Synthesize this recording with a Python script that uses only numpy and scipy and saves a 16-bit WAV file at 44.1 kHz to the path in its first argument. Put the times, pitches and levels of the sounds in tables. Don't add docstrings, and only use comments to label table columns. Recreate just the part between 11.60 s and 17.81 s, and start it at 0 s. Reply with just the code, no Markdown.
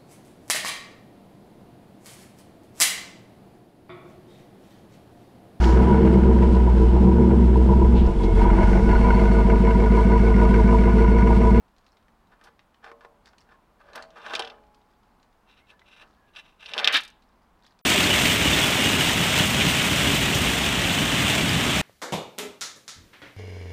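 import sys
import numpy as np
from scipy import signal
from scipy.fft import rfft, irfft
from scipy.io import wavfile
from scipy.ndimage import uniform_filter1d

SR = 44100
rng = np.random.default_rng(int(sys.argv[2]) if len(sys.argv) > 2 else 0)


def dump(signal):
    limited = np.clip(np.atleast_2d(signal).T, -1, 1)
    pcm = np.round(limited * 32767).astype(np.int16)
    wavfile.write(sys.argv[1], SR, pcm)


N = 274080
TIME = np.arange(N) / SR


def undb(db):
    return 10 ** (np.asarray(db) / 20)


def rms(x):
    return np.sqrt(np.mean(x ** 2))


def through(x, response):
    return signal.fftconvolve(x, response)[:len(x)]


def add(track, time_s, sound):
    start = int(time_s * SR)
    track[start:start + len(sound)] += sound[:N - start]


def colour(points, size=2048):
    hz, db = np.transpose(points)
    bins_hz = np.fft.rfftfreq(size, 1 / SR) + 1
    gain = undb(np.interp(np.log(bins_hz), np.log(hz), db))
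    cepstrum = irfft(np.log(gain))[:size // 2]
    cepstrum[1:] *= 2
    return irfft(np.exp(rfft(cepstrum, size)))[:size // 2]


def fade(t, t60_s):
    return np.exp(-np.log(1000) * t / t60_s)


def wash(t60_s, energy_db):
    t = TIME[:SR]
    tail = rng.standard_normal(SR) * fade(t, t60_s) * (1 - fade(t, .012))
    return tail * undb(energy_db) / np.linalg.norm(tail)


def walk(rate_hz):
    hold = int(SR / rate_hz)
    steps = np.repeat(rng.standard_normal(N // hold + 1), hold)
    smooth = uniform_filter1d(uniform_filter1d(steps, hold), hold)[:N]
    return smooth / rms(smooth)


def grains(per_s, spread_db, size=N):
    present = rng.random(size) < per_s / SR
    sign = rng.choice([-1, 1], size)
    return present * sign * undb(spread_db * np.clip(rng.standard_normal(size), -2, 2))


def envelope(strokes):
    power = np.zeros(N)
    for peak_s, db, rise_s, fall_s in strokes:
        away = np.maximum((peak_s - TIME) / rise_s, (TIME - peak_s) / fall_s)
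        active = away < 4
        power[active] += undb(db - 20 * away[active] ** 1.46) ** 2
    return np.sqrt(power)


def snap(response, peak_db, chatter_s, chatter, size=6000):
    force = chatter * grains(5000, 3.9, size) * fade(TIME[:size], chatter_s)
    force[0] = 1
    sound = through(force, response)
    return sound * undb(peak_db) / np.abs(signal.hilbert(sound)).max()


def friction(strokes, contact, body, per_s, spread_db, jerk_db, jerk_hz):
    slips = grains(per_s, spread_db) * undb(jerk_db * walk(jerk_hz))
    force = through(slips, colour(contact))
    return through(force * envelope(strokes), body) / rms(through(force, body))


# (frequency [Hz], relative density [dB])
AIR_SPECTRUM = [(12, -28.5), (20, -0.5), (50, -2), (138, -13.5), (177, -8), (234, -7.5), (277, -11.5),
                (310, -12.5), (574, -15.5), (718, -12), (923, -11.5), (1000, -11), (1960, -24), (4540, -33),
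                (5850, -37.5), (16000, -42)]
def open_air(level_db=-62.5):
    air = through(rng.standard_normal(N), colour(AIR_SPECTRUM, size=16384))
    low = signal.sosfilt(signal.butter(1, 1200, fs=SR, output="sos"), air)
    air += low * (undb(.5 * walk(3.2)) - 1)
    return air * undb(level_db) / rms(air)


# (time [s], length [s], pitch [Hz], relative level [dB])
SQUEAKS = [(3.987, 0.076, 2150, -70), (4.102, 0.085, 1720, -68), (4.211, 0.022, 2010, -62),
           (4.56, 0.19, 1680, -70)]
def squeaking():
    out = np.zeros(N)
    for time_s, length_s, hz, db in SQUEAKS:
        swell = signal.windows.hann(int(length_s * SR)) ** .21
        pitch_hz = hz * (1 + .022 * walk(180)[:len(swell)])
        tone = np.sin(2 * np.pi * np.cumsum(pitch_hz) / SR)
        add(out, time_s, undb(db + 2.5) * swell * tone)
    return out


# (time [s], relative level [dB], mouth resonance [Hz])
SMACKS = [(0.165, -52.5, 3570), (.183, -49, 4460), (.265, -47.5, 3560), (.37, -47.5, 3470),
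          (.993, -41.5, 2800), (1.144, -47, 3100), (1.658, -41, 4570), (1.672, -45, 3800),
          (1.7826, -43.5, 4530), (1.812, -49, 4680), (2.333, -38.5, 3980), (2.4243, -33, 4300),
          (2.505, -46, 3630), (3.146, -48.5, 4940), (3.629, -50, 4100), (4.194, -43.5, 3480),
          (4.218, -43, 2550), (5.622, -51, 4000), (6.065, -45, 4690), (6.19, -49.5, 4510)]
def smacking(lick_count=16, lick_hz=3800):
    licks = [(when * TIME[-1], -57 - 4 * softness, lick_hz * 2 ** (.5 * (shape - .5)))
             for when, softness, shape in rng.random((lick_count, 3))]
    out = np.zeros(N)
    for time_s, db, hz in SMACKS + licks:
        cavity = colour([(300, -18), (hz / 3, -6), (hz / 1.1, -3), (hz, 0),
                         (hz * 1.21, -6), (hz * 2, -17), (hz * 3, -38)])
        add(out, time_s, snap(cavity, db - .5, chatter_s=.031, chatter=.5))
    return out


# (peak time [s], relative level [dB], rise [s], fall [s])
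CHEWS = [(.31, -70.5, 0.21, .15), (1.678, -59.5, 0.037, 0.042), (1.812, -60, 0.022, 0.028),
         (3.35, -77.5, .3, 0.35), (4.52, -70.5, 0.12, 0.11), (5.73, -75, 0.16, .25),
         (6.06, -62.5, 0.072, 0.087)]
def chewing(pops_per_s=53, pop_hz=4030, pop_t60_s=.0087):
    wet = [(500, 6), (1800, 15), (3200, -10), (4600, 9), (6500, -2), (10000, -15), (16000, -21)]
    crackle = friction(CHEWS, wet, np.ones(1), per_s=500, spread_db=7, jerk_db=5, jerk_hz=59.43)
    pops, effort, t = np.zeros(N), envelope(CHEWS), TIME[:1500]
    for when, force, pitch in rng.random((int(pops_per_s * TIME[-1]), 3)):
        hz = pop_hz * 2 ** (.86 * (pitch - .5))
        gain = effort[int(when * N)] * undb(4.5 + 12 * force)
        add(pops, when * TIME[-1], gain * fade(t, pop_t60_s) * np.sin(2 * np.pi * hz * t))
    return undb(-1) * crackle + pops


def mouths():
    direct = smacking() + chewing()
    return direct + through(direct, wash(.16, -8))


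# (frequency [Hz], gain [dB])
FOIL_SPECTRUM = [(1000, -7.5), (3000, 3), (5500, 4), (7200, -5), (9500, -4.5), (12000, -9.5),
                 (15000, -15.5), (17000, -26.5)]
# (time [s], relative level [dB], length [s], cutoff [Hz])
CRINKLES = [(0.838, -52.5, 0.12, 15000), (2.357, -32, 0.019, 16000), (2.7513, -26.5, 0.038, 9500),
            (2.7945, -25.5, 0.027, 10000), (5.326, -26.5, 0.049, 15000), (5.3402, -25.5, 0.028, 14000),
            (5.367, -27.5, 0.038, 15000), (5.406, -40, 0.046, 16000), (5.435, -39.5, 0.031, 15000),
            (5.449, -44, .04, 14000), (5.478, -45.5, .035, 13000), (5.502, -49.5, .019, 15000)]
def crinkling():
    out, foil = np.zeros(N), colour(FOIL_SPECTRUM)
    shaken = [(time_s, db - 26.5, .025, 11000) for time_s, db, _ in rim_hits()]
    for time_s, db, length_s, cutoff_hz in CRINKLES + shaken:
        crease = signal.sosfilt(signal.butter(3, cutoff_hz, fs=SR, output="sos"), foil)
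        add(out, time_s, snap(crease, db + 7, length_s, chatter=1.5))
    return out + through(out, wash(.05, -10))


# (frequency [Hz], gain over the plain sheet [dB], t60 [s]), both before damping
TRAY_MODES = [(171, 14, .9), (247, 15.5, 1.1), (328.9, 15, 1.7), (427, 16, 1.4), (461.5, 15, .3),
              (577.5, 15.5, .95), (650, 12, .7), (757.5, 10.5, 0.44), (842, 12, 2.6), (989, 5, .15),
              (1073, 11, 0.22), (1281, 8.5, 0.38), (1466, -6.5, 0.2), (1550, 1, .09), (1717, 7.5, 0.036),
              (1984, 1.5, 0.21), (2525, 4.5, 0.039), (2704, 2.5, .05), (2720, -0.5, 0.12), (2980, 4, 0.37),
              (3270, -3, .05), (3588, 4.5, 0.025), (3860, 1, 0.077), (5370, 2.5, 0.012), (6010, 0, 0.035)]
def tray_response(ring, sheet_db):
    t = TIME[:SR]
    low_band = signal.butter(2, [380, 1050], "band", fs=SR, output="sos")
    low_modes = signal.sosfilt(low_band, wash(.7 * ring, -10))
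    response = wash(.029, sheet_db) + low_modes
    response[0] += 1
    for hz, db, t60_s in TRAY_MODES:
        strength = undb(db) * 2 * np.log(1000) / (t60_s * SR)
        response += strength * fade(t, t60_s * ring) * np.cos(2 * np.pi * hz * t)
    return response


# (frequency [Hz], gain [dB])
FLEX_SPECTRUM = [(150, -27.5), (350, -14.5), (460, -.5), (580, 3.5), (680, -2.5), (1000, -10.5),
                 (1600, -29), (4000, -52)]
# (peak time [s], relative level [dB], rise [s], fall [s])
FLEXES = [(1.32, -55, 0.12, 0.067), (1.458, -59, .015, .08), (2.36, -52, 0.25, .3),
          (2.78, -42.5, 0.16, 0.18), (5.19, -37.5, 0.11, .18)]
def floor_flexing(tray):
    groan = friction(FLEXES, FLEX_SPECTRUM, tray, per_s=560, spread_db=1.5, jerk_db=1.5, jerk_hz=88)
    return undb(-3) * groan


# (frequency [Hz], gain [dB])
DRAG_SPECTRUM = [(100, -36), (220, -8.5), (380, -11), (500, -1.5), (1000, 0.5), (1650, -1), (2000, -9.5),
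                 (3400, -15.5), (4500, -18.5), (7000, -34), (11000, -40), (16000, -54.5)]
# (peak time [s], relative level [dB], rise [s], fall [s])
DRAGS = [(.732, -55, 0.026, 0.045), (.872, -50, 0.085, 0.046), (1.248, -43.5, 0.025, 0.063),
         (1.3, -47.5, 0.047, .02), (1.42, -51.5, .016, .06), (1.922, -51, 0.052, 0.043),
         (2.213, -52.5, 0.026, .02), (2.285, -52, 0.062, 0.12), (2.364, -37.5, 0.03, 0.092),
         (2.563, -42.5, 0.0088, 0.057), (2.76, -34.5, .18, 0.17), (4.117, -50.5, 0.017, 0.029),
         (4.418, -54, 0.043, 0.086), (5.2, -29.5, 0.067, .04), (5.285, -32.5, 0.11, 0.023)]
def corner_scraping(tray):
    grind = friction(DRAGS, DRAG_SPECTRUM, tray, per_s=4200, spread_db=2, jerk_db=2.5, jerk_hz=223.5)
    sheet = wash(.024, 0)
    creases = friction(DRAGS, FOIL_SPECTRUM, sheet, per_s=900, spread_db=2.5, jerk_db=2.5, jerk_hz=70.4)
    return undb(-1.53) * grind + undb(-30.5) * creases


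# (frequency [Hz], gain [dB])
SLIDE_SPECTRUM = [(300, -23.5), (800, -10), (1500, -8.5), (2250, -9), (2770, 2), (3200, -9.5), (3900, -2.5),
                  (4300, -17.5), (5900, -20), (6700, -27.5), (10000, -29.5), (16000, -48)]
FALL_SPECTRUM = [(300, -33), (1000, -1.5), (2000, 6), (3500, -2.5), (4600, -11), (7000, -36.5),
                 (16000, -51.5)]
# (peak time [s], relative level [dB], rise [s], fall [s])
SLIDES = [(2.72, -47.5, 0.17, .12), (3.908, -56.5, 0.046, 0.06), (3.98, -58.5, 0.056, 0.053),
          (4.11, -53.5, 0.048, 0.017), (4.285, -55, 0.035, 0.037), (4.33, -53, 0.043, 0.051),
          (4.422, -50, .1, 0.022), (4.686, -66, 0.022, 0.023), (4.77, -42.5, .03, .06),
          (4.85, -58.5, 0.022, 0.13), (5.01, -50, .024, 0.15), (5.1, -43.5, 0.081, 0.048)]
FALL = [(5.302, -26.5, .15, .05)]
def rim_sliding(tray):
    slides = friction(SLIDES, SLIDE_SPECTRUM, tray, per_s=4000, spread_db=6.5, jerk_db=2, jerk_hz=195.4)
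    fall = friction(FALL, FALL_SPECTRUM, tray, per_s=3400, spread_db=5, jerk_db=1, jerk_hz=213)
    return undb(-.5) * slides + undb(-1.5) * fall


# (time [s], relative level [dB], chatter t60 [s], rebound delay [s])
CATCHES = [(2.617, -42.5, .008, 0.0017), (2.6975, -36.5, .01, .003), (2.739, -24.5, .012, 0.0022),
           (2.7531, -18.5, 0.023, 0.0095), (2.7942, -21, 0.029, 0.0057), (4.762, -36, .03, .004),
           (5.0597, -29, .015, 0.0035), (5.1165, -32.5, 0.0069, .003), (5.1363, -17, 0.0082, .004),
           (5.1795, -11.5, .005, .0066), (5.1922, -13.5, 0.008, 0.0066), (5.2449, -5.5, .004, 0.0028),
           (5.2751, -0.5, .004, 0.0027)]
def rim_hits(rock_start_s=2.822, rock_gap_s=.026, rock_loss_db=3):
    rocking = [(rock_start_s + k * rock_gap_s, -26 - k * rock_loss_db, .015, .003) for k in range(4)]
    hits = []
    for time_s, db, chatter_s, rebound_s in CATCHES + rocking:
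        hits += [(time_s, db, chatter_s),
                 (time_s + rebound_s, db - 3, chatter_s),
                 (time_s + rebound_s + .0072, db - 13.5, chatter_s)]
    return hits


# (frequency [Hz], gain [dB])
CATCH_SPECTRUM = [(150, -37.5), (450, -15.5), (1000, -12), (2100, -4), (2800, 7.5), (3600, 7.5),
                  (4400, -2.5), (5400, -6.5), (6800, -20), (10000, -40), (16000, -56.5)]
# (time [s], relative level [dB], spectral peak [Hz])
BUMPS = [(.483, -50.5, 1900), (.813, -47, 1500), (1.2443, -33.5, 1640), (1.275, -40, 1280),
         (1.3161, -35, 990), (1.409, -43.5, 1600), (1.449, -36.5, 960), (1.734, -47, 1240),
         (2.353, -35, 1540), (2.373, -35, 1110), (2.664, -27, 1550), (2.707, -30, 1400),
         (2.7363, -18.5, 1650), (2.797, -22.5, 820)]
def knocking(tray):
    force, rim = np.zeros(N), colour(CATCH_SPECTRUM)
    for time_s, db, chatter_s in rim_hits():
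        add(force, time_s, snap(rim, db - 1.5, chatter_s, chatter=.35))
    for time_s, db, hz in BUMPS:
        wood = colour([(120, -36), (250, -12), (hz / 2, -3), (hz, 0),
                       (hz * 1.53, -9), (hz * 2.46, -14), (hz * 4.6, -27), (16000, -52)])
        add(force, time_s, snap(wood, db - .5, chatter_s=.042, chatter=.2))
    return through(force, tray)


# (frequency [Hz], gain [dB])
LANDING_SPECTRUM = [(100, -46.5), (195, -36), (265, -12), (420, -23), (900, -12.5), (1600, -2),
                    (2200, -3.5), (3000, -1), (3900, -3.5), (4800, -12.5), (7000, -29.5), (11000, -37),
                    (16000, -45)]
# (peak time [s], level [dB], rise [s], fall [s])
LANDING = [(5.352, -16, .032, .05), (5.42, -45.5, .04, 0.099)]
def landing():
    tray = tray_response(ring=.24, sheet_db=-8.5)
    return friction(LANDING, LANDING_SPECTRUM, tray, per_s=6220, spread_db=3.5, jerk_db=.5, jerk_hz=212.6)


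def scene(landed_s=5.34):
    tray = tray_response(ring=.93, sheet_db=-2)
    leaning = corner_scraping(tray) + floor_flexing(tray) + rim_sliding(tray) + knocking(tray)
    choke = fade(np.maximum(TIME - landed_s, 0), .15)
    near = leaning * choke + crinkling() + landing() + squeaking() + mouths()
    porch_spectrum = [(200, -5.5), (1000, -2), (3500, -4.5), (7000, -12.5), (15000, -28)]
    porch = through(wash(.37, -18.5), colour(porch_spectrum))
    return (near + through(near, porch) + open_air())[None]


def record(dry, cutoff_hz=15800):
    lowpass = signal.ellip(8, .2, 70, cutoff_hz, fs=SR, output="sos")
    return signal.sosfilt(lowpass, np.clip(dry, -1, 1))


dry = scene()
out = record(dry)
dump(out)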